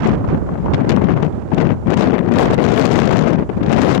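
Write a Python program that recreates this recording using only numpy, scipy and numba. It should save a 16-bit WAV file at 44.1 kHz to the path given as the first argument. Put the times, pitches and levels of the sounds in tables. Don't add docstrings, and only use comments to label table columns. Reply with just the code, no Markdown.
import sys
import numpy as np
from scipy import signal
from scipy.fft import dct
from scipy.io import wavfile
from numba import njit

SR = 44100
rng = np.random.default_rng(int(sys.argv[2]) if len(sys.argv) > 2 else 0)


def inscribe(sig):
    pcm = np.round(np.clip(np.atleast_2d(sig).T, -1, 1) * 32767)
    wavfile.write(sys.argv[1], SR, pcm.astype(np.int16))


N = 176400
TIME = np.arange(N) / SR
BINS_HZ = np.maximum(np.arange(N) * SR / (2 * N), 1)


def undb(db):
    return 10 ** (np.asarray(db) / 20)


def curve(rows):
    return np.interp(TIME, *np.array(rows, float).T)


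def at(table, hz):
    freqs, *columns = np.array(table, float).T
    return [np.interp(np.log(hz), np.log(freqs), column) for column in columns]


def white():
    return rng.standard_normal(N) * np.sqrt(SR / 2)


def colour(x, table):
    spectrum = dct(x, norm="ortho") * undb(at(table, BINS_HZ)[0])
    return dct(spectrum, type=3, norm="ortho")


def die_away(strikes, decay_s):
    return signal.lfilter([1], [1, -np.exp(-1 / (decay_s * SR))], strikes)


# (frequency [Hz], level [dB per Hz])
SURF_SPECTRUM = [(200, -65.5), (2600, -94), (4200, -104), (8000, -99.5), (15000, -100)]

def surf():
    return colour(white(), SURF_SPECTRUM)


LARGE_EDDY_S, SMALL_EDDY_S, EDDY_OVERLAP = .011, .002, .8

def eddies(life_s):
    strikes = rng.random(N) < EDDY_OVERLAP / (life_s * SR)
    pile = np.tanh(die_away(strikes * 1., life_s) / 2)
    return (pile - pile.mean()) / pile.std()


# (frequency [Hz], large-eddy swing [dB], small-eddy swing [dB])
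EDDY_CHOP = [(147, -1.94, 2), (395, 1.6, 1.5), (1020, 0.7, 2.5), (3160, 1, 4), (7300, 0, 5.5),
             (12000, 7.5, -1.5)]

def turbulence(push, states_db, spectra, breeze_patchiness=0):
    noise, large, small = white(), eddies(LARGE_EDDY_S), eddies(SMALL_EDDY_S)
    lull, breeze, gust = states_db
    calm = np.maximum((breeze - push) / (breeze - lull), 0)
    stormy = np.maximum((push - breeze) / (gust - breeze), 0)
    patchy = 1 + breeze_patchiness * np.maximum(1 - calm - stormy, 0)
    spectrum = 0
    for hz in 20 * 2 ** (np.arange(20) / 2):
        lull_db, breeze_db, gust_db = at(spectra, hz)
        large_db, small_db = at(EDDY_CHOP, hz)
        chop_db = large_db * large + small_db * small
        chop_rms = np.sqrt(np.mean(undb(2 * chop_db)))
        level_db = breeze_db + calm * (lull_db - breeze_db) + stormy * (gust_db - breeze_db)
        gain = undb(level_db + patchy * chop_db) / chop_rms
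        band = np.maximum(1 - 2 * np.abs(np.log2(BINS_HZ / hz)), 0)
        spectrum = spectrum + band * dct(noise * gain, norm="ortho")
    return dct(spectrum, type=3, norm="ortho")


# (time [s], level [dB])
LEE_BUFFET_LEVEL = [(0.0, -17), (0.57, -22.5), (0.6, -38.5), (0.65, -20), (0.76, -16.5), (0.8, -27),
                    (2.3, -29.5), (2.44, -17), (2.59, -29), (3.38, -29.5), (4.0, -25)]
# (frequency [Hz], relative level [dB per Hz])
LEE_BUFFET_COLOUR = [(35, -45.5), (60, -21.5), (250, -26), (700, -37), (1600, -52.5), (4000, -100)]
# (time [s], push [dB])
LEE_AIR_PUSH = [(0.0, -27), (0.05, -25.5), (0.17, -30), (0.22, -38), (0.29, -29), (0.42, -37), (0.62, -36),
                (0.66, -32.5), (0.76, -30.5), (0.98, -32.5), (1.15, -30.5), (1.25, -34.5), (1.52, -36),
                (1.62, -30), (1.85, -43.5), (2.02, -25.5), (2.18, -40), (2.47, -25.5), (2.62, -32.5),
                (2.78, -29.5), (3.18, -33), (3.42, -31.5), (3.48, -51.5), (3.53, -29.5), (3.56, -35),
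                (3.9, -28.5)]
# (frequency [Hz], lull [dB per Hz], breeze [dB per Hz], gust [dB per Hz])
LEE_SPECTRA = [(100, -61.5, -52, -56.5), (247, -60, -52.5, -45.5), (493, -65, -57.5, -53),
               (970, -73, -60, -53.5), (1900, -88.5, -72.5, -62), (3830, -100, -90, -79),
               (6560, -109, -99, -86), (10000, -122, -116, -106)]
LEE_STATES_DB = -38.5, -31.5, -27.5
BUFFET_FLUTTER_DB = 3

def lee_wind():
    buffet_db = curve(LEE_BUFFET_LEVEL) + BUFFET_FLUTTER_DB * eddies(LARGE_EDDY_S)
    buffet = colour(white() * undb(buffet_db), LEE_BUFFET_COLOUR)
    return turbulence(curve(LEE_AIR_PUSH), LEE_STATES_DB, LEE_SPECTRA) + buffet


# (time [s], level [dB])
THUMP_HITS = [(0.069, 0), (0.242, -9.5), (0.348, -5.5), (.489, -10), (0.554, -8), (0.661, -5.5),
              (0.683, -9), (0.736, -4), (0.973, 2), (1.013, -18.5), (1.519, -7), (1.879, -8.5),
              (3.157, 3.5), (3.911, 1.5)]
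# (frequency [Hz], relative level [dB per Hz])
THUMP_COLOUR = [(100, -41), (300, -34), (950, -36), (1800, -53.5), (5000, -87.5)]
THUMP_DECAY_S = .0047

def thumps():
    envelope = sum(undb(db) * (TIME >= s) * np.exp(-np.abs(TIME - s) / THUMP_DECAY_S)
                   for s, db in THUMP_HITS)
    return colour(white() * envelope, THUMP_COLOUR)


# (time [s], level [dB])
FLAP_HITS = [(0.735, -20.5), (0.743, -22.5), (0.897, -17), (0.916, -17.5), (1.04, -25.5), (1.093, -32.5),
             (1.122, -29), (1.225, -25), (1.247, -32.5), (1.581, -22), (1.934, -18.5), (2.019, -17),
             (2.775, -14.5), (3.158, -21), (3.630, -26), (3.661, -27.5), (3.732, -14), (3.869, -25),
             (3.946, -9.5)]
# (frequency [Hz], relative level [dB per Hz])
FLAP_COLOUR = [(300, -32.5), (2200, -28.5), (3800, -37.5), (7000, -49.5), (9500, -67)]
FLAP_RISE_S, FLAP_DECAY_S = .0011, .0053

def flaps():
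    envelope = 0
    for s, db in FLAP_HITS:
        age = np.maximum(TIME - s, 0)
        envelope += undb(db) * (1 - np.exp(-age / FLAP_RISE_S)) * np.exp(-age / FLAP_DECAY_S)
    return colour(white() * envelope, FLAP_COLOUR)


# (time [s], level [dB])
SPIT_HITS = [(0.071, -29), (0.893, -14), (0.906, -17.5), (0.964, -23), (1.905, -21.5), (1.975, -19),
             (2.338, -21), (2.386, -12.5), (2.543, -10.5), (2.854, -13), (3.694, -27), (3.719, -22),
             (3.732, -18.5), (3.949, -13)]
# (frequency [Hz], relative level [dB per Hz])
SPIT_COLOUR = [(200, -42.5), (2000, -30), (7000, -41.5), (10000, -46)]
SPIT_DECAY_S = .0016
CRACKLE_PER_S, CRACKLE_DB, CRACKLE_SCATTER_DB = 83, -28.5, 5.5
CRACKLE_FALL_DB = 10

def spits(over_gust_db):
    rate = CRACKLE_PER_S * 10 ** (np.minimum(over_gust_db, 0) / CRACKLE_FALL_DB)
    sizes = undb(CRACKLE_DB + CRACKLE_SCATTER_DB * rng.standard_normal(N) + over_gust_db)
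    strikes = (rng.random(N) < rate / SR) * sizes
    for s, db in SPIT_HITS:
        strikes[int(s * SR)] += undb(db)
    return colour(white() * die_away(strikes, SPIT_DECAY_S), SPIT_COLOUR)


# (time [s], push [dB])
WINDWARD_AIR_PUSH = [(0.0, -48.5), (0.03, -51), (0.075, -27), (0.18, -54), (0.2, -45), (0.25, -56),
                     (0.35, -38), (0.37, -52.5), (0.46, -50), (0.5, -45.5), (0.67, -46.5), (0.71, -61),
                     (0.745, -33.5), (0.77, -48), (0.81, -35.5), (0.882, -41), (0.9, -30), (0.98, -33),
                     (1.0, -43), (1.04, -33), (1.21, -42.5), (1.25, -30), (1.3, -59.5), (1.5, -65.5),
                     (1.545, -31), (1.56, -45), (1.61, -29.5), (1.73, -39.5), (1.76, -52), (1.83, -61),
                     (1.88, -33.5), (1.94, -27.5), (1.955, -41), (2.01, -24), (2.26, -42), (2.4, -22.5),
                     (2.47, -24), (2.49, -46), (2.54, -24), (2.57, -46.5), (2.62, -25.5), (2.8, -22),
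                     (3.1, -25), (3.35, -28), (3.47, -57.5), (3.59, -51), (3.68, -40), (3.72, -26.5),
                     (3.96, -21.5), (4.0, -36.5)]
# (time [s], jump of the push [dB])
GUST_SLAMS = [(0.241, 12.5), (0.655, 1.5), (1.106, 7), (1.162, 4.5), (1.273, 8.5), (1.516, 11),
              (1.577, 11.5), (1.97, 14.5), (2.279, 9.5), (2.503, 17), (2.58, 9.5), (3.422, 8),
              (3.493, 24.5), (3.568, 10.5), (3.608, 15), (3.691, 5.5)]
# (frequency [Hz], lull [dB per Hz], breeze [dB per Hz], gust [dB per Hz])
WINDWARD_SPECTRA = [(36, -66.5, -56, -56.5), (71, -48.5, -47, -44), (127.3, -42.5, -36.5, -31),
                    (193, -51.5, -29.5, -29), (311, -55.5, -38, -33.5), (547, -65.5, -45.5, -38),
                    (1100, -75, -58.5, -48.5), (2354, -99, -68, -57.5), (3880, -107, -87.5, -66.5),
                    (6700, -116, -101, -74.5), (9900, -120, -108, -82)]
WINDWARD_STATES_DB = -52, -36.5, -25
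SLAM_DECAY_S = .02

def windward_wind():
    slams = sum(db * (TIME >= s) * np.exp(-np.abs(TIME - s) / SLAM_DECAY_S) for s, db in GUST_SLAMS)
    push = curve(WINDWARD_AIR_PUSH) + slams
    rumble = turbulence(push, WINDWARD_STATES_DB, WINDWARD_SPECTRA, breeze_patchiness=1)
    return rumble + spits(push - WINDWARD_STATES_DB[-1]) + flaps() + thumps()


def scene():
    left, right = windward_wind(), lee_wind()
    return np.array([left + surf(), right + surf()])


@njit
def follow(x, attack, release):
    out, level = np.empty(len(x)), 0.
    for i in range(len(x)):
        level += (x[i] - level) * (attack if x[i] > level else release)
        out[i] = level
    return out


# (frequency [Hz], gain [dB])
MICROPHONE_RESPONSE = [(18, -13), (38, 2), (7200, -0.5), (8500, -7.5), (11000, -11.5), (15500, -20)]
LIMIT_DB, LIMIT_ATTACK_S, LIMIT_RELEASE_S, CEILING = -4.5, .0004, .025, 1.25
TOP_HZ, FADE_S = 15400, .005

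def record(dry):
    peak = follow(np.abs(dry).max(axis=0), 1 / (LIMIT_ATTACK_S * SR), 1 / (LIMIT_RELEASE_S * SR))
    held = dry / np.maximum(peak / undb(LIMIT_DB), 1)
    rounded = CEILING * np.tanh(held / CEILING)
    shaped = colour(rounded, MICROPHONE_RESPONSE)
    fade = np.minimum(np.minimum(TIME, TIME[::-1]) / FADE_S, 1)
    top_cut = signal.ellip(8, .2, 70, TOP_HZ, fs=SR, output="sos")
    return signal.sosfilt(top_cut, shaped * fade)


dry = scene()
out = record(dry)
inscribe(out)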